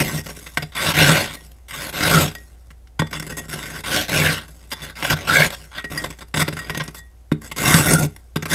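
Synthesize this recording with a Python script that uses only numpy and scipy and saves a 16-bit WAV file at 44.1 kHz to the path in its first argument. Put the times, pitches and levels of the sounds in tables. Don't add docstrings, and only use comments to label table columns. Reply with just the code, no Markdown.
import sys
import numpy as np
from scipy import signal
from scipy.fft import rfft, irfft, next_fast_len
from scipy.io import wavfile
from scipy.ndimage import uniform_filter1d

SR = 44100
rng = np.random.default_rng(int(sys.argv[2]) if len(sys.argv) > 2 else 0)


def to_wav(sig):
    pcm = np.clip(np.atleast_2d(sig), -1, 1) * 32767
    pcm = np.round(pcm).astype(np.int16)
    wavfile.write(sys.argv[1], SR, pcm.T)


N = 376613
TIME = np.arange(N) / SR
WALL_HZ, FIZZ_HZ = 430, 5500

# start_s, crack_peak_db, crack_brightness_hz, thud_peak_db, thud_pitch_hz, crumbling_frost_db
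JAB_EVENTS = [(.009, -29, 1980, -10, 333, -35), (0.291, -37, 1500, -22.5, 604, -47.5),
              (.372, -50, 1500, -28.5, 403, -50), (0.408, -38, 2470, -56, 400, -53),
              (0.573, -4, 2060, -16.5, 236, -19), (2.705, -35, 3130, -44, 250, -47.5),
              (2.873, -40, 4100, -61, 250, -56), (2.994, -15, 1565, -11, 134, -19.5),
              (3.02, -7, 805, -9.5, 222, -31.5), (3.1985, -20, 5050, -25, 200, -44),
              (4.717, -15, 3320, -43, 250, -40), (5.026, -5.5, 2660, -48, 250, -26.5),
              (5.132, -10, 1500, -10, 112, -23), (5.843, -20.5, 1900, -52, 203, -30.5),
              (6.04, -30, 4100, -25, 200, -21), (6.342, -7, 2430, -32, 198, -20.5),
              (6.372, -11, 1990, -29, 200, -19.5), (6.48, -14, 1190, -13.5, 333, -21.5),
              (6.527, -19, 2020, -19, 125, -30.5), (6.569, -21, 2200, -49, 250, -28.5),
              (6.697, -9, 1960, -34, 199, -23), (6.748, -14, 2770, -34, 198, -24),
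              (6.879, -16.5, 5600, -36, 200, -32), (6.948, -27, 1400, -52, 300, -45.5),
              (7.317, -11, 1250, -2, 255, -29), (7.742, 1, 4180, -7.5, 191, -15),
              (8.36, -13, 1310, -9, 250, -20), (8.425, -33, 2000, -22, 200, -22.5),
              (8.456, -19, 3000, -24, 217, -23)]
# centre_hz, width_hz, level_db (relative)
BLADE_MODES = [(760, 26, -14), (899, 42, 0), (1210, 190, 2.5), (1550, 174, 1.5), (1874, 90, 3.5),
               (2073, 184, 3.5), (2760, 350, -3.5), (3543, 224, -0.5), (3750, 88, -13), (4897, 224, -4),
               (5526, 138, -4), (6510, 420, -7), (7190, 100, -10.5), (7710, 103, 0.5), (8830, 60, -11.5),
               (8350, 130, -2.5), (9130, 23, 1.5), (9810, 130, -3), (10440, 146, -4.5), (10760, 220, -7.5),
               (11740, 160, -9), (12550, 180, -4), (11360, 200, -23.5), (12780, 95, -5),
               (13750, 200, -18.5), (14300, 370, -13), (14500, 100, -10.5)]
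# centre_hz, width_hz, level_db (relative)
CABINET_MODES = [(50, 180, -18.5), (90.1, 5.7, -4.5), (124, 20, -27.5), (154.6, 14.5, 1),
                 (181.4, 14, -18.5), (224.3, 8.5, -8), (259, 69, -14.5), (301.6, 16.5, -7.5),
                 (373, 21, -10), (416.5, 13, -10), (534, 118, -22.5), (702, 69, -13.5)]


def amp(db):
    return 10 ** (np.asarray(db) / 20)


def evened(x):
    return x / np.sqrt(np.mean(x ** 2) + 1e-20)


def unit(response):
    return response / np.linalg.norm(response)


def add(mix, s, sound):
    part = mix[max(round(s * SR), 0):][:len(sound)]
    part += sound[:len(part)]


def through(x, response):
    return signal.oaconvolve(x, response)[:N]


def cut(x, hz, kind, order):
    return signal.sosfilt(signal.butter(order, hz, kind, fs=SR, output="sos"), x)


def colour(points, size):
    hz, db = np.transpose(points)
    bins_hz = np.fft.rfftfreq(size, 1 / SR)
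    return amp(np.interp(np.log(bins_hz + 1), np.log(hz + 1), db))


def snap(gain):
    cepstrum = irfft(np.log(gain + 1e-5))
    half = len(cepstrum) // 2
    cepstrum[1:half] *= 2
    cepstrum[half + 1:] = 0
    return irfft(np.exp(rfft(cepstrum)))


def filtered_noise(gain, size):
    return evened(irfft(rfft(rng.standard_normal(size)) * gain, size)[:N])


def wander(hz):
    size = next_fast_len(N)
    return filtered_noise(1 / (1 + (np.fft.rfftfreq(size, 1 / SR) / hz) ** 4), size)


def ringing(modes, size):
    f = np.fft.rfftfreq(size, 1 / SR)
    power = np.zeros(len(f))
    for hz, width, db in modes:
        resonance = 1 / (1 + (2 * (f - hz) / width) ** 2)
        skirt = 1 / (1 + ((f - hz) / (5 * width)) ** 2)
        power += amp(db) ** 2 * resonance * skirt
    return unit(snap(np.sqrt(power)))


def decaying_sum(impulses, decay_s):
    return signal.lfilter([1], [1, -np.exp(-1 / (decay_s * SR))], impulses)


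def lagged(x, lag_s):
    keep = np.exp(-1 / (lag_s * SR))
    return signal.lfilter([1 - keep], [1, -keep], x)


def scrape(crunch, push, fizz, crunch_db=-3.0, wall_db=-3.0, fizz_db=-0.5, clump_db=1.5, clump_hz=130):
    # (relative, per Hz)
    crystal_spectrum = [(300, -13), (450, -3.5), (750, 4), (1050, -25.5), (1500, 2.5), (1950, -4.5),
                        (2400, -0.5), (3200, -3), (4200, -6.5), (5000, -16.5), (6200, -20.5),
                        (10000, -25.5), (12800, -22), (15500, -33.5)]
    # time_s, share (0-1)
    blade_freedom = [(0, 0.68), (.78, 0.76), (1.0, 0.32), (1.25, 0.6), (1.75, 0.82), (2.1, 0.46),
                     (2.9, 0.9), (3.15, 1), (3.8, 0.85), (4.0, 0.06), (4.35, 0.68), (4.75, 0.9),
                     (5.35, 0.33), (5.9, 0.84), (6.9, 0.9), (7.7, 0.92), (8.5, 1)]
    clumps = evened(amp(clump_db * wander(clump_hz)))
    free = np.interp(TIME, *np.transpose(blade_freedom))
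    direct = snap(colour(crystal_spectrum, size=2048))
    blade = ringing(BLADE_MODES, size=4096)
    ice = np.zeros(N)
    for response, share in ((direct, 1 - free), (blade, free)):
        grains = crystals(crunch) * clumps * np.sqrt(share)
        coarse = unit(cut(cut(response, WALL_HZ, "high", order=3), FIZZ_HZ, "low", order=5))
        fine = unit(cut(response, FIZZ_HZ, "high", order=5))
        ice += amp(crunch_db) * through(grains * crunch, coarse)
        ice += amp(fizz_db) * through(grains * fizz, fine)
    return shifting(ice) + amp(wall_db) * boom(crystals(crunch) * clumps, push)


def pressure(uneven_db=0.92, uneven_hz=28, sift_push_db=6.5, sift_fizz_db=0.5):
    # start_s, dig_in_s, hold_s, ease_off_s, bite_db, crunch_db, push_db, fizz_db
    stroke_events = [(0.0, 0.0043, .17, .055, -0.5, -30.5, 4.5, -2.5),
                     (0.235, .01, 0.12, 0.41, -3, -46, -0.5, 0.5),
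                     (.75, .12, .03, 0.043, 9.5, -17, -6, -9.5), (0.937, .065, .045, .27, 11, -12, 0, -9.5),
                     (1.426, 0.023, 0.013, 0.017, 11, -57, -2, 9.5),
                     (1.696, 0.052, 0.14, 0.031, 16, -29, -5, -6),
                     (1.925, .11, 0.032, .11, 14, -16.5, -1, -9),
                     (2.097, 0.048, .03, 0.13, 6, -16, 4.5, -6),
                     (3.106, 0.013, 0.33, 0.04, -1.5, -44.5, 6, -4.5),
                     (3.482, 0.01, .31, 0.017, 6, -33, -1, -6),
                     (3.836, 0.091, 0.043, 0.12, 12, -19, -5.5, -9),
                     (4.081, 0.061, .09, .19, 8.5, -17.5, -1, -9), (4.48, .02, .2, .06, -1.5, -56, 2, -3.5),
                     (4.731, 0.12, .04, 0.051, 13, -36, -4.5, -12),
                     (4.954, 0.12, .055, 0.018, 10.5, -25, -4, -8),
                     (5.159, 0.0089, 0.14, 0.078, 5.5, -33.5, 0, -10.5),
                     (5.27, 0.089, 0.092, 0.039, 6, -16.5, -2.5, -8),
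                     (5.513, 0.014, .02, 0.0079, 14, -26, -18, -8.5),
                     (5.55, 0.012, .02, 0.18, 3.5, -51, 0, -0.5),
                     (5.706, 0.077, .008, 0.02, 25.5, -25.5, -9.5, -17.5),
                     (5.9, 0.0043, 0.027, 0.24, 0.5, -35, 6.5, -5.5),
                     (6.388, 0.012, .02, 0.018, 11.5, -16.5, -0.5, -5.5),
                     (6.449, 0.0081, 0.38, 0.099, 5, -42, 3.5, -8.5),
                     (6.942, .004, 0.025, 0.044, 9.5, -41.5, -5, 2),
                     (7.409, 0.011, 0.021, 0.14, 13, -45.5, 4.5, -3),
                     (7.561, 0.12, 0.099, .11, 13, -16, 2.5, -3),
                     (7.857, 0.0069, 0.072, 0.045, 4, -21.5, 12, 1),
                     (7.969, .03, 0.044, 0.032, 14.5, -29.5, 16.5, 4.5),
                     (8.479, 0.043, .02, .05, 19, -16, -1.5, -6)]
    # start_s, length_s, crunch_db, push_db, fizz_db
    chip_events = [(0.0, 0.023, -19.5, 10.5, -5.5), (0.259, 0.0087, -29.5, 0, -9),
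                   (0.285, 0.026, -36, 4, -2), (0.461, 0.015, -33.5, -3, -10),
                   (0.622, 0.012, -27.5, 4.5, -13), (.719, 0.03, -40, -13, -15),
                   (1.328, 0.027, -35.5, -4, -2.5), (1.682, 0.031, -40, -7, -2.5),
                   (2.349, 0.004, -30, -6, -5.5), (3.065, 0.0079, -32.5, -5.5, -14),
                   (3.127, 0.046, -27, -5, -11.5), (3.196, 0.0039, -26.5, -2, -3.5),
                   (3.223, 0.0049, -30.5, 1, -6), (3.265, 0.0097, -34.5, 4, 0), (3.293, .035, -35, 8, -4),
                   (3.368, 0.027, -30, 1.5, -1.5), (3.528, 0.018, -24.5, -2, -8.5),
                   (3.589, 0.01, -31.5, -1, -20), (4.479, 0.015, -44.5, 8, -3),
                   (4.704, 0.013, -41, -12, -1), (4.715, 0.021, -23.5, -7, -7.5),
                   (4.818, .033, -38, 4, -0.5), (5.046, 0.0081, -17.5, -22, -12),
                   (5.097, .031, -17, 1, -10.5), (5.502, 0.0035, -22, -17, -11),
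                   (5.974, 0.0064, -35, -12, 8), (6.054, 0.01, -34, 3, -13), (6.101, 0.013, -34, 2, -4.5),
                   (6.186, 0.0076, -34.5, -6, -7), (6.206, 0.021, -31.5, -3, -13), (6.355, .03, -29, 9, -3),
                   (6.586, 0.015, -31, -11, -5), (6.715, .008, -40, -3, -19),
                   (6.771, 0.007, -26.5, 6.5, -5.5), (6.797, 0.018, -20, -5, -30),
                   (6.836, 0.0056, -36, -12, 4), (7.513, 0.0091, -27, -3.5, -8),
                   (7.931, 0.0087, -21, -11, 5), (8.161, 0.0042, -42, 1.5, -4)]
    push_per_db, fizz_per_db = 1.37, 1.11
    crumble_lead_s = 0.0022
    crumble_s, crumble_push_db, crumble_fizz_db = 0.01, 0.5, -12
    power = np.zeros((3, N))
    for s, dig_s, hold_s, ease_s, bite_db, level, push, fizz in stroke_events:
        effort = stroke(dig_s, hold_s, ease_s, bite_db)
        efforts = effort, push + push_per_db * effort, fizz + fizz_per_db * effort
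        for band, db in zip(power, efforts):
            add(band, s, amp(level + db) ** 2)
    power *= chatter(power[0]) * amp(uneven_db * wander(uneven_hz)) ** 2
    lumps = list(chip_events)
    for s, *_, db in JAB_EVENTS:
        lumps.append((s - crumble_lead_s, crumble_s, db, crumble_push_db, crumble_fizz_db))
    for s, length, level, push, fizz in lumps:
        for band, db in zip(power, (level, level + push, level + fizz)):
            add(band, s, lump(length) * amp(db) ** 2)
    sift_gain = amp([[0], [sift_push_db], [sift_fizz_db]])
    return np.sqrt(power + sift_gain ** 2 * sifting(power[0]))


def stroke(dig_s, hold_s, ease_s, bite_db, edge_s=0.0019):
    dig_curve = 1.3
    ease_db, ease_curve = 22, 2.18
    t = np.arange(1, (dig_s + hold_s + 2 * ease_s) * SR) / SR
    digging = np.maximum(1 - t / dig_s, 0) ** dig_curve
    easing = (np.maximum(t - dig_s - hold_s, 0) / ease_s) ** ease_curve
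    return 10 * np.log10(np.minimum(t / edge_s, 1)) - bite_db * digging - ease_db * easing


def chatter(power, skips_per_s=90, skip_db=1.0, skip_s=0.0031, light_db=-34, between=0.75):
    skips = rng.exponential(1, N) * (rng.random(N) < skips_per_s / SR)
    ticks = amp(skip_db) ** 2 * decaying_sum(skips, skip_s)
    light = 1 / (1 + power / amp(light_db) ** 2)
    return 1 - light + light * (between + ticks)


def lump(length, release_s=0.0044, bite=0.11, bite_s=0.0045):
    t = np.arange(SR // 8) / SR
    rise = np.minimum(t / 0.002, 1)
    crack = 1 + bite * np.exp(-t / bite_s)
    release = np.exp(-np.maximum(t - length, 0) / release_s)
    return (rise * crack * release) ** 2


def sifting(power, sift_db=-31.0, settle_s=0.083, crumbs_per_s=22, crumb_db=7.0, crumb_s=0.0027):
    loose = lagged(power, settle_s)
    crumbs = rng.exponential(1, N) * (rng.random(N) < crumbs_per_s / SR)
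    return amp(sift_db) ** 2 * loose * (1 + amp(crumb_db) ** 2 * decaying_sum(crumbs, crumb_s))


def crystals(force, light_per_s=1500, heavy_per_s=5000, spread_db=3.5, powder=0.4):
    rate = light_per_s + heavy_per_s * np.clip(force / amp(-20), 0, 2)
    size = amp(spread_db * np.minimum(rng.exponential(1, N), 5)) * rng.choice([-1, 1], N)
    clicks = size * (rng.random(N) < rate / SR) / np.sqrt(rate)
    return evened(evened(clicks) + powder * rng.standard_normal(N))


def shifting(x, patch_db=3.0):
    z = signal.stft(x, nperseg=512, noverlap=384)[2]
    patches = rng.standard_normal(z.shape)
    for axis, size in ((0, 5), (0, 3), (1, 14), (1, 8)):
        patches = uniform_filter1d(patches, size, axis)
    gain = evened(amp(patch_db * evened(patches)))
    return signal.istft(z * gain, nperseg=512, noverlap=384)[1][:N]


def boom(grains, push, lock_db=-12.0, most_locked=0.84, groan_hz=155, waver=0.0784, build_s=0.02):
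    locked = most_locked * push ** 2 / (push ** 2 + amp(lock_db) ** 2)
    swell = lagged(push * np.sqrt(locked), build_s)
    pitch = groan_hz * (1 + waver * wander(21.1))
    groan = swell * np.sqrt(2) * np.sin(2 * np.pi * np.cumsum(pitch) / SR)
    shake = through(grains * push * np.sqrt(1 - locked), ringing(CABINET_MODES, size=16384))
    return cut(groan + shake, 33, "high", order=3)


def squeals(level_db=-1.0, waver=0.039, waver_hz=100, flutter_db=6.5, arch=0.37):
    # start_s, length_s, first_pitch_hz, last_pitch_hz, level_db
    squeal_events = [(2.107, .13, 1380, 1280, -20), (4.15, 0.089, 2430, 2200, -20),
                     (4.216, 0.096, 1700, 1653, -17), (5.269, 0.062, 1380, 1420, -21.5),
                     (5.331, .125, 1565, 1670, -13), (5.337, 0.11, 2194, 2170, -13.5),
                     (7.631, .16, 1199, 1228, -20.5), (7.855, .18, 1443, 1445, -21)]
    out = np.zeros(N)
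    drift = waver * wander(waver_hz)
    flutter = evened(amp(flutter_db * wander(waver_hz)))
    for s, length, first_hz, last_hz, db in squeal_events:
        turn = np.pi * np.arange(0, length, 1 / SR) / length
        glide = first_hz + (last_hz - first_hz) * (1 - np.cos(turn)) / 2
        pitch = glide * (1 + drift[round(s * SR):][:len(turn)])
        tone = np.sqrt(2) * np.sin(2 * np.pi * np.cumsum(pitch) / SR)
        add(out, s, amp(db) * abs(np.sin(turn)) ** arch * tone)
    return amp(level_db) * flutter * out


def taps(level_db=-2.0, blade_share=0.38):
    blade, out = ringing(BLADE_MODES, size=4096), np.zeros(N)
    t = np.arange(len(blade)) / SR
    for s, db, hz, *_ in JAB_EVENTS:
        splinters = unit(rng.standard_normal(len(t)) * np.exp(-t / 0.0044))
        tap = blade_share * blade + (1 - blade_share) * splinters
        tap = cut(cut(tap, hz, "high", order=1), hz, "low", order=2)
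        add(out, s, amp(db) * tap / abs(tap).max())
    return amp(level_db) * out


def knocks(level_db=-1.0):
    lag_s = 0.0018
    out, cabinet = np.zeros(N), ringing(CABINET_MODES, size=16384)
    for s, _, _, db, hz, _ in JAB_EVENTS:
        u = 2 * np.pi * hz * np.arange(2048) / SR
        soft_push = u * np.exp(-.5 * u) * np.cos(u)
        thump = signal.fftconvolve(soft_push, cabinet)
        add(out, s + lag_s, amp(db) * thump / abs(thump).max())
    return amp(level_db) * out


def pings(crunch, level_db=-3.0, rise_s=0.00057, damping_db_per_s=230, jostle=0.0077):
    # start_s, first_mode_db, second_mode_db, third_mode_db
    ping_events = [(0.071, -27, -52, -50), (.18, -28, -50, -55), (0.573, -23.5, -47, -50),
                   (0.623, -58, -45, -25), (0.774, -19, -17.5, -43), (1.37, -36.5, -57, -59),
                   (2.355, -28.5, -58, -35), (2.998, -21.5, -21.5, -28), (3.151, -37, -23.5, -32),
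                   (3.321, -27, -50, -45), (3.38, -23.5, -41, -42), (4.72, -31, -24, -20),
                   (4.819, -43, -24.5, -50), (5.784, -23.5, -41, -50), (5.844, -22, -58, -36),
                   (5.976, -15.5, -52, -16), (6.424, -36, -38, -33), (6.591, -21, -52, -28),
                   (6.644, -38, -43, -33), (6.701, -23, -46, -40), (6.753, -22, -45, -39),
                   (6.806, -27, -47, -42), (6.967, -36, -38, -59), (6.995, -38, -64, -60)]
    # pitch_hz, t60_s (before the added damping)
    bending_modes = [(1895, 0.31), (3482, 0.26), (4880, 0.078)]
    grip_db = np.cumsum(crunch / (crunch + amp(-58))) * damping_db_per_s / SR
    clock = TIME + np.cumsum(jostle * wander(65) * crunch / (crunch + amp(-32))) / SR
    out = np.zeros(N)
    for s, *levels in ping_events:
        lost_db = grip_db[round(s * SR):][:SR // 2]
        t = np.arange(len(lost_db)) / SR
        swing = clock[round(s * SR):][:len(t)]
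        ring = np.zeros(len(t))
        for db, (hz, t60) in zip(levels, bending_modes):
            ring += amp(db - 60 * t / t60) * np.sin(2 * np.pi * hz * swing)
        add(out, s, ring * amp(lost_db[0] - lost_db) * (1 - np.exp(-t / rise_s)))
    return amp(level_db) * out


def space(x, box_db=-13.0, box_t60=0.02, room_db=-17.0, room_t60=0.21, dull_hz=5000):
    t = np.arange(SR // 2) / SR
    box, room = rng.standard_normal((2, len(t))) * (t > .0015)
    box = unit(cut(box, dull_hz, "low", order=1) * amp(-60 * t / box_t60))
    room = unit(cut(room, dull_hz, "low", order=1) * amp(-60 * t / room_t60))
    reflections = amp(box_db) * box + amp(room_db) * room
    return x + through(cut(x, WALL_HZ, "high", order=2), reflections)


def background():
    # (relative, per Hz)
    air_spectrum = [(25, -9), (45, 0), (90, -1), (120, -11.5), (160, -17), (330, -21), (700, -23),
                    (1100, -30), (3500, -37), (12500, -38.5), (15500, -47)]
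    # pitch_hz, level_db (rms)
    hum_tones = [(59.2, -45), (118.5, -81), (366, -75.5), (764, -74.5)]
    size = next_fast_len(N)
    sound = amp(-52) * filtered_noise(colour(air_spectrum, size), size)
    for hz, db in hum_tones:
        sound += amp(db) * np.sqrt(2) * np.sin(2 * np.pi * (hz * TIME + rng.random()))
    return sound


def scene():
    crunch, push, fizz = pressure()
    contact = scrape(crunch, push, fizz) + squeals() + taps() + knocks() + pings(crunch)
    return (space(contact) + background())[None]


def record(dry):
    edge_hz = 15750
    band_limit = signal.firwin(511, edge_hz, window=("kaiser", 9), fs=SR)
    return signal.oaconvolve(np.clip(dry, -1, 1), band_limit[None], "same")


dry = scene()
out = record(dry)
to_wav(out)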